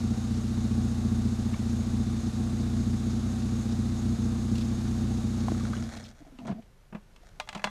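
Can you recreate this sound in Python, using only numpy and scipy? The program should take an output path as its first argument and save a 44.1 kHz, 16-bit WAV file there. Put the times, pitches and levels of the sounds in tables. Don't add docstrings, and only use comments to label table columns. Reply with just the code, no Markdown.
import sys
import numpy as np
from scipy import signal
from scipy.fft import rfft, irfft, next_fast_len
from scipy.io import wavfile
from scipy.ndimage import uniform_filter1d

SR = 44100
rng = np.random.default_rng(int(sys.argv[2]) if len(sys.argv) > 2 else 0)


def unload_audio(sound):
    columns = np.transpose(np.atleast_2d(sound))
    steps = np.round(np.clip(columns, -1, 1) * 32767)
    wavfile.write(sys.argv[1], SR, steps.astype(np.int16))


N = 339563
T = np.arange(N) / SR

# pitch_hz, level_db
SHORE_TONE = [(12, -39), (20, -1.5), (48, -22), (71, -19), (148, -16.5), (319, -29.5), (365, -25),
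              (551, -29), (5000, -44), (12900, -53), (14000, -72)]
# pitch_hz, level_db
WIND_TONE = [(12, -37), (33, 1), (50, -10), (120, -21.5), (400, -52)]
# peak_s, level_db, rise_s, fall_s
SWIRLS = [(5.65, -50.5, .17, 0.38), (5.97, -55.5, 0.13, 0.054), (6.486, -50, 0.025, 0.014),
          (7.27, -66, 0.049, 0.041), (7.69, -57, 0.18, .1)]
# pitch_hz, level_db
WET_TONE = [(200, -25), (700, 17), (1300, 10), (2200, 4.5), (3500, 7), (6000, 3.5), (8000, -1.5),
            (11000, -18), (14000, -30)]
# start_s, level_db, pitch_hz, length_s
TICK_AND_SPLASHES = [(1.532, -53, 2280, 0.02), (4.552, -44, 3900, 0.021), (4.576, -44, 3900, 0.023),
                     (4.605, -47, 3900, 0.027), (4.864, -50, 1290, 0.024), (5.649, -45, 1290, 0.019),
                     (5.941, -50, 1080, 0.016), (5.965, -46.5, 3600, 0.016), (6.043, -49.5, 3300, 0.026),
                     (6.079, -57, 4400, 0.028), (6.447, -50, 750, 0.025), (6.477, -37, 700, 0.018)]
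# start_s, level_db, start_pitch_hz, ring_s
CLINK_AND_PLOPS = [(1.542, -36.5, 2240, 0.028), (1.543, -37, 1050, 0.028), (5.484, -22.5, 760, 0.023),
                   (5.483, -24, 1020, 0.02), (5.519, -18, 294, 0.029), (5.518, -36, 660, 0.028),
                   (5.548, -37, 1260, .025), (5.608, -35.5, 1140, .035), (5.733, -27, 1230, 0.022),
                   (5.736, -36.5, 1500, 0.062), (5.767, -40.5, 2920, .025), (5.839, -41, 4860, .02),
                   (5.938, -45, 1480, 0.029), (5.94, -41, 4080, .02), (5.948, -41, 800, 0.023),
                   (5.967, -42, 677, 0.033), (5.973, -43, 3980, .025), (6.04, -39, 5200, 0.017),
                   (6.25, -49, 760, 0.037), (6.402, -49, 970, .05), (6.418, -44, 760, .035),
                   (7.234, -53, 720, 0.046)]
# start_s, length_s, level_db, start_pitch_hz, wall_share_db
GLUGS = [(6.202, 0.023, -47.5, 284, -14), (6.263, 0.02, -49.5, 292, -4), (6.322, 0.042, -51, 273, -20),
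         (6.388, 0.059, -41, 270, -16), (6.45, 0.024, -34, 223, -15), (6.483, 0.045, -27, 206, -18.5),
         (6.543, 0.056, -39, 247, -18)]
# pitch_hz, level_db
WASH_TONE = [(50, -10), (120, 10.5), (340, 1), (800, -17), (1500, -20), (5000, -33), (12000, -65)]
# start_s, wall_db, boom_db, tick_db
KNOCKS = [(6.386, -49, -53, -52.5), (6.45, -49, -54, -64), (6.48, -39, -39, -52), (6.511, -42, -50, -58),
          (6.622, -59, -63, -64), (6.925, -44.5, -44, -62), (6.948, -39.5, -37, -54.5),
          (7.161, -55, -71, -57), (7.399, -28, -65, -32.5), (7.474, -43, -69, -58),
          (7.489, -34.5, -63, -37), (7.528, -39, -60, -46), (7.548, -35, -47, -39.5),
          (7.559, -42, -39, -58), (7.574, -39.5, -55, -48), (7.594, -39.5, -57, -51),
          (7.617, -45, -62, -63), (7.641, -20, -45, -25.5), (7.651, -35, -41, -52), (7.671, -28, -46, -57)]
# pitch_hz, level_db, ring_s
WALL_NOTES = [(616, 4, 0.18), (767, 18.5, 0.035), (856, 11.5, 0.07), (1024, 12, 0.07), (1170, 6, 0.13),
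              (1410, 15, 0.024), (1660, 12, 0.046), (2035, 7, 0.096), (2370, -2, 0.031), (2710, 8, 0.05),
              (3380, 2, 0.13), (3840, -8, .08), (4060, -5, 0.12)]
# pitch_hz, level_db, ring_s
AIR_NOTES = [(178, -2, 0.1), (205, 1.5, 0.12), (346, -7, 0.063)]
# pitch_hz, level_db
TICK_TONE = [(400, -62), (1200, -33), (2600, 14), (4200, 6), (6200, -1.5), (8000, -5), (11000, -20),
             (14500, -26)]
# pitch_hz, level_db
CRUNCH_TONE = [(100, -68), (380, -10.5), (680, 0.5), (1000, 3.5), (1700, -2), (3000, -6.5), (5000, -19),
               (12000, -43)]
# time_s, firing_rate_hz
IDLE_SPEED = [(0, 29.65), (0.6, 29.84), (1.7, 29.11), (2.1, 30.17), (2.9, 29.87), (3.25, 30.86),
              (3.75, 29.93), (4.1, 30.36), (5.85, 30.43)]
# pitch_hz, level_db
RUSH_TONE = [(150, 7.5), (390, 4), (560, 0.5), (800, 2), (980, -4.5), (1140, -0.5), (1550, -5), (1950, -9),
             (3250, -12), (3650, -5.5), (4800, -10), (7200, -11), (10000, -18), (14500, -32)]
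# pitch_hz, level_db
VALVE_TONE = [(300, 8.5), (700, -10), (1300, -27), (2200, -13), (6000, -4.5), (12000, -39)]
# level_db, early_s, puff_decay_s, push_delay_s
CYLINDERS = [(5.1, 0.00422, 0.0017, 0.01204), (2.6, 0.00379, 0.0012, 0.01067), (5, 0.00418, .0016, 0.0121),
             (0.8, 0.003765, .0011, .0106)]
# time_s, level_change_db
MISFIRES = [(.143, -10), (.412, -5), (1.36, -4.5), (1.562, -29), (2.04, -5), (2.17, 1.5), (2.2, -14),
            (2.3, -20), (2.84, -3), (3.27, 0.5), (3.63, -7), (4.16, -17), (5.21, -9), (5.74, -4),
            (5.9, -28)]
# pitch_hz, width_hz, level_db, sign (-1 flips the wave)
PIPE_NOTES = [(59.8, 7.8, -5, -1), (82.6, 12, -4.5, 1), (122.8, 9.9, 4.5, -1), (150.4, 7.2, -3, -1),
              (168.3, 29, 2.5, -1), (192.3, 91, 3.5, 1), (228.1, 13.5, 20.5, -1), (304, 9.5, -2, 1),
              (331.5, 11.3, 10.5, -1), (471, 8.5, 5.5, 1), (664, 10, 0, -1), (757, 4.2, 16.5, 1)]


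def gain(db):
    return 10 ** (np.asarray(db) / 20)


def normalise(x, size=N):
    return x / np.sqrt(np.mean(x[:size] ** 2))


def add(out, start_s, sound):
    i = int(start_s * SR)
    out[i:i + len(sound)] += sound[:max(N - i, 0)]


def shape_tone(x, tone):
    size = next_fast_len(len(x) + 8192, True)
    size += size % 2
    hz, db = np.transpose(tone)
    grid_hz = np.maximum(np.arange(size // 2 + 1) * SR / size, 1)
    response = gain(np.interp(np.log(grid_hz), np.log(hz), db))
    cepstrum = irfft(np.log(response))
    cepstrum[1:size // 2] *= 2
    cepstrum[size // 2 + 1:] = 0
    return irfft(rfft(x, size) * np.exp(rfft(cepstrum)))[:len(x)]


def resonate(x, hz, width_hz):
    return signal.lfilter(*signal.iirpeak(hz, hz / width_hz, SR), x)


def wander(rate_hz):
    hold = int(SR / rate_hz)
    steps = np.repeat(rng.standard_normal(N // hold + 1), hold)
    return normalise(uniform_filter1d(uniform_filter1d(steps, hold), hold)[:N])


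def decay(t, ring_s):
    return gain(-60 * t / ring_s)


def fade_out(start_s, length_s):
    return np.cos(np.pi / 2 * np.clip((T - start_s) / length_s, 0, 1))


def shore_air(hush_db=-58, wind_db=-57, gust_db=3):
    hush = normalise(shape_tone(rng.standard_normal(N), SHORE_TONE)) * gain(hush_db + wander(3.2))
    wind = normalise(shape_tone(rng.standard_normal(N), WIND_TONE))
    return hush + wind * gain(wind_db + gust_db * wander(2.3))


def stirring(drops_per_s=400, spread_db=3.5, trickle_from_s=3, trickle_db=-76):
    drops = (rng.random(N) < drops_per_s / SR) * gain(spread_db * np.minimum(rng.exponential(size=N), 4))
    drops *= rng.choice([-1, 1], N)
    t = T[:SR // 50]
    one_drop = rng.standard_normal(len(t)) * decay(t, ring_s=0.013)
    crackle = shape_tone(signal.fftconvolve(drops, one_drop)[:N], WET_TONE)
    flow = gain(trickle_db) * (T > trickle_from_s)
    for peak_s, db, rise_s, fall_s in SWIRLS:
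        width_s = np.where(T < peak_s, rise_s, fall_s)
        flow += gain(db) * np.exp(-((T - peak_s) / width_s) ** 2)
    return normalise(crackle) * gain(wander(35)) * flow


def tick_and_splashes(flicker_db=3):
    out = np.zeros(N)
    for start_s, db, hz, length_s in TICK_AND_SPLASHES:
        age = T[:SR // 3] / length_s
        noise = rng.standard_normal(len(age)) * gain(flicker_db * wander(320)[:len(age)])
        hiss = normalise(resonate(resonate(noise, hz, hz), hz, hz))
        swell = np.minimum(5 * age, 1) * np.exp(-age ** 2)
        add(out, start_s, gain(db) * hiss * swell)
    return out


def boot_bubbles(count=30, span_s=(4.8, 6.02), level_db=-50, spread_db=3, middle_hz=1500, ring_s=0.025):
    rows = []
    for when, strength, pitch in rng.uniform(-1, 1, (count, 3)):
        octaves_up = 1.2 * pitch
        db = level_db + spread_db * (strength - octaves_up)
        rows.append((np.interp(when, [-1, 1], span_s), db, middle_hz * 2 ** octaves_up, ring_s))
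    return rows


def clink_and_plops(glide_per_s=3.9, hiss_db=-17):
    out, t = np.zeros(N), T[:SR // 8]
    for start_s, db, hz, ring_s in CLINK_AND_PLOPS + boot_bubbles():
        hiss = normalise(resonate(rng.standard_normal(len(t)), hz, hz))
        note = np.sin(2 * np.pi * hz * (t + glide_per_s * t ** 2 / 2))
        swell = (1 - np.exp(-t / 0.00019)) * decay(t, ring_s)
        add(out, start_s, gain(db) * (note + gain(hiss_db) * hiss) * swell)
    return out


def glugs(rise_s=0.00067, sag_hz_per_s=450, wobble_hz=11, wobble_db=2.6, wall_hz=665, wash_db=-11):
    out, t = np.zeros(N), T[:SR // 4]
    for start_s, length_s, db, hz, wall_db in GLUGS:
        pitch_hz = hz - sag_hz_per_s * np.minimum(t, length_s) + wobble_hz * wander(97)[:len(t)]
        hum = np.sin(2 * np.pi * np.cumsum(pitch_hz) / SR) * gain(wobble_db * wander(114)[:len(t)])
        water = rng.standard_normal(len(t))
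        wall = normalise(resonate(resonate(water, wall_hz, width_hz=80), wall_hz, width_hz=80))
        wash = normalise(shape_tone(water, WASH_TONE))
        swell = (1 - np.exp(-t / rise_s)) * decay(np.maximum(t - length_s, 0), ring_s=0.051)
        add(out, start_s, gain(db) * swell * (hum + gain(wall_db) * wall + gain(wash_db) * wash))
    return out


def bucket_knocks(wall_trim_db=-4, tick_trim_db=-5, soft_db_per_octave=-6):
    out, t = np.zeros(N), T[:SR // 3]
    note_hz, note_db, ring_s = np.transpose(WALL_NOTES)[:, :, None]
    air = sum(gain(db) * np.sin(2 * np.pi * hz * t) * decay(t, air_s) for hz, db, air_s in AIR_NOTES)
    boom = normalise(air * (1 - np.exp(-t / 0.003)), size=1024)
    contact_fade = decay(t, ring_s=0.02) + gain(-19) * decay(t, ring_s=0.13)
    for start_s, wall_db, boom_db, tick_db in KNOCKS:
        softness = np.clip((boom_db - wall_db + 19.5) / 10, 0, 1)
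        rise = 1 - np.exp(-t / (0.0007 + 0.004 * softness))
        tilt_db = soft_db_per_octave * softness
        level_luck, pitch_luck = rng.standard_normal((2, len(WALL_NOTES), 1))
        strength = gain(note_db + tilt_db * np.log2(note_hz / 1000) + 2 * level_luck)
        notes = np.sign(pitch_luck) * np.sin(2 * np.pi * note_hz * (1 + 0.016 * pitch_luck) * t)
        ring = np.sum(strength * notes * decay(t, ring_s / (1 + softness)), axis=0)
        contact = rng.standard_normal(len(t)) * rise * contact_fade
        crunch = shape_tone(contact, [(hz, db + tilt_db * np.log2(hz / 1000)) for hz, db in CRUNCH_TONE])
        wall = normalise(ring * rise, size=256) + gain(6 * softness - 1) * normalise(crunch, size=256)
        tick = shape_tone(contact, TICK_TONE)
        add(out, start_s, gain(wall_db + wall_trim_db) * normalise(wall, size=256))
        add(out, start_s, gain(tick_db + tick_trim_db) * normalise(tick, size=1024))
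        add(out, start_s, gain(boom_db) * boom)
    return out


def engine_bay(firing_count, throb_db=0.73, belt_db=-16, flicker_db=2.6, clatter_db=-15):
    throb = gain(throb_db * np.cos(2 * np.pi * firing_count))
    rush = normalise(shape_tone(rng.standard_normal(N), RUSH_TONE)) * throb
    belt = normalise(resonate(rng.standard_normal(N), hz=6560, width_hz=230))
    belt *= gain(flicker_db * wander(35))
    tap_age = (firing_count + 0.11) % 1
    taps = rng.standard_normal(N) * np.exp(-tap_age / 0.91) * gain(7.4 * wander(30))
    clatter = normalise(shape_tone(taps, VALVE_TONE))
    return rush + gain(belt_db) * belt + gain(clatter_db) * clatter


def exhaust(firing_count, spread_db=1.44, push_db=-5, drop_s=5.885, drop_db=-5, low_cut_hz=50):
    firings_s = T[1:][np.diff(np.floor(firing_count)) > 0]
    level_luck, time_luck = rng.standard_normal((len(firings_s), 2)).T
    firing_db = spread_db * level_luck + drop_db * (firings_s > drop_s)
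    for time_s, change_db in MISFIRES:
        firing_db[np.argmin(abs(firings_s - time_s))] += change_db
    drift_s = 0.0008 * np.cos(2 * np.pi * (firings_s - 0.12))
    firings_s = firings_s + drift_s + 0.00014 * time_luck
    gas, t = np.zeros(N), T[:SR // 25]
    for k, time_s in enumerate(firings_s):
        cylinder_db, early_s, puff_decay_s, push_delay_s = CYLINDERS[k % len(CYLINDERS)]
        puff = t ** 2 * np.exp(-t / puff_decay_s)
        puff = puff / puff.sum() * gain(firing_db[k] + cylinder_db)
        start_s = max(time_s - early_s, 0)
        add(gas, start_s, puff)
        add(gas, start_s + push_delay_s, gain(push_db) * puff)
    pipe = sum(sign * gain(db) * resonate(gas, hz, width_hz) for hz, width_hz, db, sign in PIPE_NOTES)
    return normalise(signal.sosfilt(signal.butter(2, low_cut_hz, "high", fs=SR, output="sos"), pipe))


def scene(exhaust_db=-28, bay_db=-44.5):
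    firing_rate_hz = np.interp(T, *np.transpose(IDLE_SPEED))
    firing_count = np.cumsum(firing_rate_hz) / SR - 0.254
    pipe = exhaust(firing_count) * gain(exhaust_db) * fade_out(start_s=5.18, length_s=1)
    bay = engine_bay(firing_count) * gain(bay_db) * fade_out(start_s=5.463, length_s=0.69)
    clink_and_water = clink_and_plops() + tick_and_splashes() + stirring() + glugs()
    return (pipe + bay + clink_and_water + bucket_knocks() + shore_air())[None]


def record(dry):
    return signal.sosfilt(signal.ellip(10, 0.2, 80, 14500, fs=SR, output="sos"), dry)


dry = scene()
out = record(dry)
unload_audio(out)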